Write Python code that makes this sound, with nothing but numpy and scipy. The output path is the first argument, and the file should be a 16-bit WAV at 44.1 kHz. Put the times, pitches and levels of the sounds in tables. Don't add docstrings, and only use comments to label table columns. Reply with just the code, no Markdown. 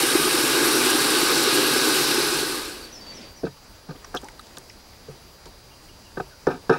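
import sys
import numpy as np
from scipy import signal
from scipy.io import wavfile

SR = 44100
rng = np.random.default_rng(int(sys.argv[2]) if len(sys.argv) > 2 else 0)


def nominal_scale(level):
    x = np.asarray(level, float) / 20
    return 10 ** x


def log_audio(samples):
    frames = np.atleast_2d(samples).T
    limited = np.clip(frames, -1, 1)
    pcm = np.round(limited * 32767).astype(np.int16)
    wavfile.write(sys.argv[1], SR, pcm)


N = 298998

# (level at full flow/dB, share of the fade, change as the bucket fills/dB per s)
SPARKLE_LEVEL = (-28, 0.98, -0.71)


def rms_one(x):
    return x / np.sqrt(np.mean(x ** 2) + 1e-20)


def level_curve(rows):
    s, db = np.transpose(rows)
    return np.interp(np.arange(N) / SR, s, db, left=-120, right=-120)


def drift(rate_hz):
    r = np.exp(-80 * np.pi * rate_hz / SR)
    slow = signal.lfilter([1], [1, -2 * r, r * r], rng.standard_normal(N // 40 + 2002))
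    slow = slow[2000:]
    return np.interp(np.arange(N) / 40, np.arange(len(slow)), rms_one(slow - slow.mean()))


def white():
    return rng.standard_normal((2, N))


def droplets(per_s, spread_db):
    sizes = nominal_scale(spread_db * np.minimum(rng.exponential(1, N), 5))
    signs = rng.choice([-1, 1], N)
    return rms_one(sizes * signs * (rng.random(N) < per_s / SR))


def steep(x, hz, kind):
    return signal.sosfilt(signal.butter(4, hz, kind, fs=SR, output="sos"), x)


def resonate(x, hz, width_hz):
    r = np.exp(-np.pi * width_hz / SR)
    poles = [1, -2 * r * np.cos(2 * np.pi * hz / SR), r * r]
    return signal.lfilter([(1 - r * r) / 2, 0, (r * r - 1) / 2], poles, x)


def resonate_twice(x, hz, width_hz):
    return resonate(resonate(x, hz, width_hz), hz, width_hz)


def ring(clicks, hz, t60):
    r, w = nominal_scale(-60 / (t60 * SR)), 2 * np.pi * hz / SR
    return signal.lfilter([0, np.sin(w)], [1, -2 * r * np.cos(w), r * r], clicks + 1e-18)


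def banded(spectrum, drive, patchy_db, rate_hz, count=30):
    out, together = 0, drift(rate_hz / 2)
    edges = np.geomspace(20, 16000, count)
    hz, level_db = np.transpose(spectrum)
    for k, (low, high) in enumerate(zip(edges, edges[1:])):
        band_pass = signal.butter(2, [low, high], "band", fs=SR, output="sos")
        band = signal.sosfilt(band_pass, drive[k % 2])
        base_db = np.interp(np.log(low * high) / 2, np.log(hz), level_db)
        flicker_db = patchy_db * (0.47 * together + drift(rate_hz))
        out = out + band * nominal_scale(base_db + flicker_db)
    return rms_one(out)


def with_flow(full_db, share, db_per_s):
    # (t/s, level/dB)
    flow = [
        (0, -0.5),
        (1.0, 0.46),
        (2.1, -1),
        (2.35, -3.5),
        (2.55, -8.5),
        (2.7, -15),
        (2.85, -24.5),
        (3.0, -48),
    ]
    return full_db + share * level_curve(flow) + db_per_s * np.arange(N) / SR


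def jet():
    return spray() + churn() + gulps()


def spray():
    # (f/Hz, density/dB per Hz)
    hiss_colour = [(35, -61), (60, -31), (81, -32), (149, -29), (196, -15), (231, -36), (343, 18),
                   (613, -21), (1200, -8.5), (1630, -26.5), (1870, -13.5), (4220, -11.5), (7030, -15.5),
                   (11200, -18), (15500, -31)]
    # (f/Hz, width/Hz, level/dB)
    wall_rings = [(803, 20, 2.5), (877, 49, 1.5), (1050, 57, -5.5), (1233, 103, 2.5), (1290, 52, -4),
                  (1498, 90, 5), (1630, 33, 6.5), (2535, 320, -3.5), (3830, 120, 2.5), (4330, 99, 1),
                  (4725, 44, -5), (5010, 150, -1), (5200, 780, 1.5), (5780, 134, -1.5), (8280, 510, -8.5),
                  (9700, 760, -8.5), (11000, 980, -9.5), (13700, 900, -27)]
    # (f/Hz, width/Hz, level at the start/dB, change/dB per s)
    filling_rings = [(4200, 160, -2, 10), (4550, 200, -4, 8), (8900, 300, 8, -11), (2200, 400, 5, -8),
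                     (5300, 200, 9, -8)]
    # (level at full flow/dB, share of the fade, change/dB per s)
    splash_level = (-24, 0.95, -0.15)
    hiss_level = (-26, 1, 0.1)

    drive = white() + 0.5 * droplets(per_s=3400, spread_db=5.5)
    hiss = rms_one(steep(banded(hiss_colour, drive, patchy_db=1.5, rate_hz=11), 753, "high"))
    wall = 0
    for k, (hz, width_hz, db) in enumerate(wall_rings):
        own_drops = np.roll(drive[0], (k + 1) * SR // 10)
        wall = wall + nominal_scale(db + 0.63 * drift(1.7)) * resonate(own_drops, hz, width_hz)
    whole = off_the_wall(hiss, lag_s=0.001074, wander_s=0.00004, share=0.057) + nominal_scale(2) * rms_one(wall)
    filled_s = np.minimum(np.arange(N) / SR, 1.3)
    for hz, width_hz, db, db_per_s in filling_rings:
        whole = whole + nominal_scale(db + db_per_s * filled_s) * resonate(drive[1], hz, width_hz)

    body = rms_one(steep(whole, 3650, "low"))
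    middle = rms_one(steep(steep(whole, 3800, "high"), 7400, "low"))
    sparkle = rms_one(steep(whole, 8020, "high"))
    return (nominal_scale(with_flow(*splash_level)) * body + nominal_scale(with_flow(*hiss_level)) * middle
            + nominal_scale(with_flow(*SPARKLE_LEVEL) + 0.99 * drift(43)) * sparkle)


def off_the_wall(x, lag_s, wander_s, share):
    lag = (lag_s + wander_s * drift(1.24)) * SR
    return x + share * np.interp(np.arange(N) - lag, np.arange(N), x)


def churn():
    # (f/Hz, width/Hz, level/dB)
    air_rings = [(141.5, 24.6, -9), (253.5, 6.4, 1.5), (307.3, 43.5, 0), (358.8, 84, 1.5),
                 (414.3, 50, -2.5), (478, 42, -8)]
    # (level at full flow/dB, share of the fade, change/dB per s)
    boom_level = (-26.5, 0.94, 0.4)
    drive = white() + 0.45 * droplets(per_s=150, spread_db=2.5)
    boom = 0
    for k, (hz, width_hz, db) in enumerate(air_rings):
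        boom = boom + nominal_scale(db + 1.6 * drift(40)) * resonate_twice(drive[k % 2], hz, width_hz * 1.29)
    return nominal_scale(with_flow(*boom_level) + 0.3 * drift(5.6)) * rms_one(steep(boom, 69, "high"))


def gulps():
    # (t/s, peak level/dB, f/Hz)
    pockets = [(0.033, -8, 330), (0.1516, 0.5, 344), (0.32, -22, 369), (0.439, -7, 336), (0.625, -7, 345),
               (0.861, -19, 372), (0.951, -7, 315), (1.228, -7.5, 316), (1.37, -15, 336), (1.474, -6, 402),
               (1.762, -8, 356), (1.879, -11, 325), (2.011, -21, 342), (2.179, -6, 348)]
    out, t = np.zeros(N), np.arange(round(0.06 * SR)) / SR
    swell = (t / 0.0051) * np.exp(1 - t / 0.0039)
    for s, db, hz in pockets:
        out[round(s * SR):][:len(t)] += nominal_scale(db - 6) * np.sin(2 * np.pi * hz * t) * swell
    return out


def contacts():
    # (t/s, boom peak level/dB, thud over boom/dB, wall over boom/dB, rub length/s)
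    stirring = [(3.433, -12.5, -7.5, -30, 0.014), (3.45, -23.5, -1, -16.5, 0.03),
                (3.466, -25, 2, -11, .011), (3.807, -65, 3, -7, .0085), (3.888, -33, 6, -8, 0.011),
                (3.906, -30.5, -12, -14, 0.02), (3.949, -38, -22, -13, 0.014),
                (4.143, -19.5, -13, -9.5, .011), (4.157, -28.5, -1.5, -6, 0.013),
                (4.229, -33, -11, -16, .012), (4.572, -36, -14, -11, 0.0066),
                (5.082, -28, -1.5, -25, 0.017), (5.099, -41, -17, -15, 0.068),
                (5.456, -38, -5, -9.5, 0.017), (6.171, -15.5, -11.5, -17.5, .01),
                (6.199, -21.5, -8, -8.5, 0.0091)]
    # (t/s, boom peak level/dB, stretch of the bounces, extra wall level/dB)
    falls = [
        (6.469, -6.5, 1.15, -1.5),
        (6.695, -2.5, 0.95, 2),
    ]
    # (delay/s, level change/dB, thud over boom/dB, wall over boom/dB, rub length/s)
    bounces = [
        (0, 1, -14, -15, 0.0084),
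        (0.0114, -7.5, -20, -15.5, 0.015),
        (0.028, -16, -12, -7, .03),
        (.058, -21.5, -9, -13.5, 0.036),
    ]
    touches = list(stirring)
    for s, db, stretch, more_db in falls:
        for after, lost_db, thud_db, wall_db, rub_s in bounces:
            touches.append((s + after * stretch, db + lost_db, thud_db, wall_db + more_db, rub_s))
    return touches


def knocks():
    # (f/Hz, level/dB, t60/s)
    thud_modes = [(93.5, -9.5, 0.11), (137, -2, 0.18), (168.5, 2, 0.078)]
    boom_modes = [(241, -4.5, 0.01), (273, -1.5, 0.082), (330, -6.5, 0.063), (379.6, -3, 0.1),
                  (445, -0.5, 0.068), (517.5, -2.5, 0.051), (646, -9.5, 0.023)]
    wall_modes = [(722, 0, 0.055), (870, -0.5, 0.038), (940, -9.5, 0.16), (1197, 0.5, 0.029),
                  (1270, 0, 0.048), (1350, 2, 0.016), (1460, 1, 0.027), (1575, 3.5, 0.024),
                  (1782, -11, 0.073)]
    rim_modes = [(2290, -6.5, 0.047), (2580, 3, 0.013), (3040, -1, 0.0061), (3820, 4, 0.007),
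                 (4300, -6, 0.0095), (5300, 2.5, 0.0062), (6580, -17, .006), (8500, -14, 0.0034),
                 (10000, -10, 0.004)]
    out, span = np.zeros(N + SR), round(0.3 * SR)
    t = np.arange(span) / SR
    for s, boom_db, thud_over_db, wall_over_db, rub_s in contacts():
        thud_db, wall_db = boom_db + thud_over_db, boom_db + wall_over_db
        contact = np.exp(-(t / max(rub_s, 0.002)) ** 2)
        touching = rng.random(span) < 900 / SR
        chatter = 0.41 * rng.choice([-1, 1], span) * touching * contact
        chatter[0] = 1
        grit = 0.25 * rng.standard_normal(span) * contact * np.minimum(t / 0.0064, 1)
        groups = ((thud_modes, thud_db - 9, chatter), (boom_modes, boom_db - 9, chatter),
                  (wall_modes, wall_db - 1, chatter), (rim_modes, -26.5 + 0.8 * wall_db, grit))
        i = round(s * SR)
        for modes, group_db, drive in groups:
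            for k, (hz, mode_db, t60) in enumerate(modes):
                strength = nominal_scale(group_db + mode_db + rng.normal(0, 1.55)) * (-1) ** k
                out[i:i + span] += strength * ring(drive, hz, t60)
    return out[:N]


def slosh():
    # (f/Hz, density/dB per Hz)
    grit_colour = [(100, -29), (200, 4), (500, 1), (1200, -11.5), (2000, -7), (3000, -7.5), (5000, -11.5),
                   (7600, -16), (9000, -34), (16000, -50)]
    late = np.arange(N) / SR - 3.24
    stroke_db = -44 + np.minimum(17 * late, -144 * late)
    drive = white() + 0.23 * droplets(per_s=2700, spread_db=5)
    return nominal_scale(stroke_db) * banded(grit_colour, drive, patchy_db=1.5, rate_hz=11, count=16)


def ticks():
    # (t/s, peak level/dB, f/Hz, dying time/s)
    grit_snaps = [(4.044, -34, 1230, 0.0044), (4.148, -30.5, 4900, 0.0048), (4.165, -40, 8500, .004),
                  (4.2165, -37, 7500, .001), (4.2855, -30.5, 1500, 0.0026), (4.286, -34, 8500, .001),
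                  (4.32, -43, 7500, .001), (4.412, -43, 7500, .001), (4.469, -35, 4300, 0.0014),
                  (4.57, -29, 4580, .0011), (4.5735, -28, 3500, .0008), (4.573, -31.5, 905, 0.0043),
                  (4.583, -29, 7800, .0018), (5.456, -37, 4000, .006), (5.468, -41, 5000, .0053)]
    # (t/s, peak level/dB, f/Hz, dying time/s)
    bubble_pops = [(3.452, -41, 4020, .01), (3.906, -41, 4300, .005), (3.96, -46, 3200, .006),
                   (4.046, -32.5, 5300, 0.0023), (4.148, -32, 12600, 0.0024), (4.161, -29, 5300, .004),
                   (4.1685, -23, 3300, .0065), (4.172, -36, 6250, 0.0054), (4.234, -37, 860, 0.049),
                   (4.243, -40, 8300, .002), (4.244, -37, 5570, 0.0033), (4.394, -33.5, 3900, 0.0033),
                   (4.394, -35, 1350, 0.0026), (4.3945, -41, 8400, .002), (4.697, -33, 5300, 0.0014),
                   (4.7, -34, 2250, 0.0026), (6.4697, -29.5, 5300, .003), (6.696, -30, 4840, .0058)]
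    out, t = np.zeros(N), np.arange(round(0.08 * SR)) / SR
    for rows, width in ((grit_snaps, 1.0), (bubble_pops, 0.24)):
        for s, db, hz, dying_s in rows:
            burst = rng.standard_normal(len(t)) * np.exp(-t / max(dying_s, 0.0003))
            snap = resonate_twice(burst, hz, width * hz)
            out[round(s * SR):][:len(t)] += nominal_scale(db) * snap / np.abs(snap).max()
    return out


def birds():
    calls = (near_song() + far_chirps()) * nominal_scale(3 * drift(90))
    t = np.arange(round(0.2 * SR)) / SR
    echoes = nominal_scale(-32.5) * rng.standard_normal(len(t)) * np.exp(-t / 0.038) * (t > 0.006)
    echoes[0] = 1
    return signal.fftconvolve(calls, echoes)[:N]


def near_song():
    # (t/s, length/s, f/Hz, peak level/dB, time to the peak/s)
    held_notes = [
        (2.803, 0.07, 4550, -43.5, .012),
        (3.003, 0.11, 4590, -43.5, 0.072),
        (3.213, .15, 4630, -49.5, 0.028),
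        (3.49, .05, 3780, -61, .025),
    ]
    # (t of the top/s, level/dB, lowest f/Hz, time held there/s)
    arched_notes = [
        (2.936, -45, 5300, 0.025),
        (3.154, -46, 5230, 0.013),
        (3.372, -55.5, 5280, .022),
    ]
    out = 0
    for s, length, hz, db, peak_s in held_notes:
        t = np.linspace(0, length, num=30)
        swell_db = np.interp(t, [0, peak_s, length], [-6, 0, -11.5])
        out += whistle(s + t, hz + 170 * np.exp(-t / 0.016), db + swell_db)
    top_hz, flick_hz, flick_s, fall_hz_per_s = 5960, 700, 0.021, 27000
    for s, db, low_hz, held_s in arched_notes:
        end = (top_hz - low_hz) / fall_hz_per_s + held_s
        t = np.linspace(-flick_s, end, num=30)
        below_hz = np.where(t < 0, flick_hz * (t / flick_s) ** 2, fall_hz_per_s * t)
        fade_db = -6 * np.where(t < 0, -t / flick_s, t / end)
        out += whistle(s + t, np.maximum(top_hz - below_hz, low_hz), db + fade_db)
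    return out


def far_chirps():
    # (t/s, length/s, start f/Hz, end f/Hz, level/dB)
    chirps = [
        (5.709, 0.019, 2900, 2770, -54.5),
        (5.726, 0.025, 3100, 3100, -62),
        (5.736, .016, 2800, 2800, -66),
        (5.882, .012, 3250, 2900, -58),
        (5.888, 0.016, 2900, 2830, -56),
        (6.048, 0.03, 3000, 2700, -57),
        (6.305, 0.035, 1700, 1400, -57),
        (6.292, .015, 5750, 4300, -64),
        (6.325, .015, 5800, 5750, -64),
        (3.43, .03, 4200, 4700, -62),
    ]
    return sum(whistle([s, s + length], [start_hz, end_hz], [db, db])
               for s, length, start_hz, end_hz, db in chirps)


def whistle(s, hz, db):
    out, t = np.zeros(N), np.arange(round(s[0] * SR), round(s[-1] * SR)) / SR
    edge = np.clip(np.minimum(t - s[0], s[-1] - t) / 0.0038, 0, 1)
    phase = 2 * np.pi * np.cumsum(np.interp(t, s, hz)) / SR
    out[round(s[0] * SR):][:len(t)] = np.sqrt(2) * edge * nominal_scale(np.interp(t, s, db)) * np.sin(phase)
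    return out


def surroundings():
    # (f/Hz, density/dB per Hz)
    air_colour = [(12, -30), (20, 4.5), (81, 1), (171, -7), (672, -10), (841, -14.5), (914, -10.5),
                  (1430, -15), (3120, -19), (3690, -19.5), (4870, -19), (5450, -20), (8760, -26),
                  (14100, -29), (15700, -20)]
    # (t/s, level/dB)
    swirl_level = [
        (2.9, -50),
        (3.07, -43.5),
        (3.63, -62),
        (4.12, -42.5),
        (4.8, -55),
        (5.6, -50.5),
        (5.83, -63),
        (6.6, -55),
        (6.78, -39),
    ]
    swirl = resonate(white()[0] + 0.25 * droplets(per_s=350, spread_db=-17), 300, 460)
    air = nominal_scale(-49) * banded(air_colour, white(), patchy_db=1.5, rate_hz=9.6)
    return air + nominal_scale(level_curve(swirl_level) - 8 + 2 * drift(5.8)) * rms_one(swirl)


def camera_whine():
    # (multiple of the drum rate, rms level/dB)
    drum_lines = [(3, -69), (13, -69), (14, -69), (15, -64), (16, -61), (17, -66), (18, -73), (19, -68),
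                  (20, -73), (21, -75), (22, -74), (23, -80), (24, -81), (27, -79), (33, -78), (34, -77),
                  (35, -76), (36, -79), (37, -79), (38, -81), (39, -83)]
    # (f/Hz, rms level/dB)
    scan_lines = [(15734.3, -71), (15747.3, -77), (15674.4, -84)]
    drum_hz = 299.7
    t = np.arange(N) / SR
    comb = sum(nominal_scale(db) * np.cos(2 * np.pi * k * drum_hz * t) for k, db in drum_lines)
    scan = sum(nominal_scale(db) * np.sin(2 * np.pi * hz * t) for hz, db in scan_lines)
    return np.sqrt(2) * (comb + scan)


def side_hiss():
    # (f/Hz, density/dB per Hz)
    side_colour = [(12, -29), (20, 1), (731, -14), (966, -40), (1600, -27), (3590, -20), (6620, -45),
                   (8510, -14.5), (15700, -12.5)]
    apart = white()
    steady = nominal_scale(-71) * banded(side_colour, apart, patchy_db=4, rate_hz=4.4, count=12)
    jet_db = with_flow(*SPARKLE_LEVEL) - 30
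    return steady + nominal_scale(jet_db) * rms_one(resonate_twice(apart[0], 12400, 3700))


def scene():
    mid = jet() + knocks() + slosh() + ticks() + birds() + surroundings() + camera_whine()
    side = side_hiss()
    return np.array([mid + side, mid - side])


def low_pass(x):
    return signal.sosfilt(signal.butter(12, 15880, fs=SR, output="sos"), x)


def record(dry):
    rounded = 0.93 * np.tanh(dry / 0.86)
    top_cut = signal.ellip(12, 0.5, 30, 15765, fs=SR, output="sos")
    return low_pass(signal.sosfilt(top_cut, rounded))


dry = scene()
out = record(dry)
log_audio(out)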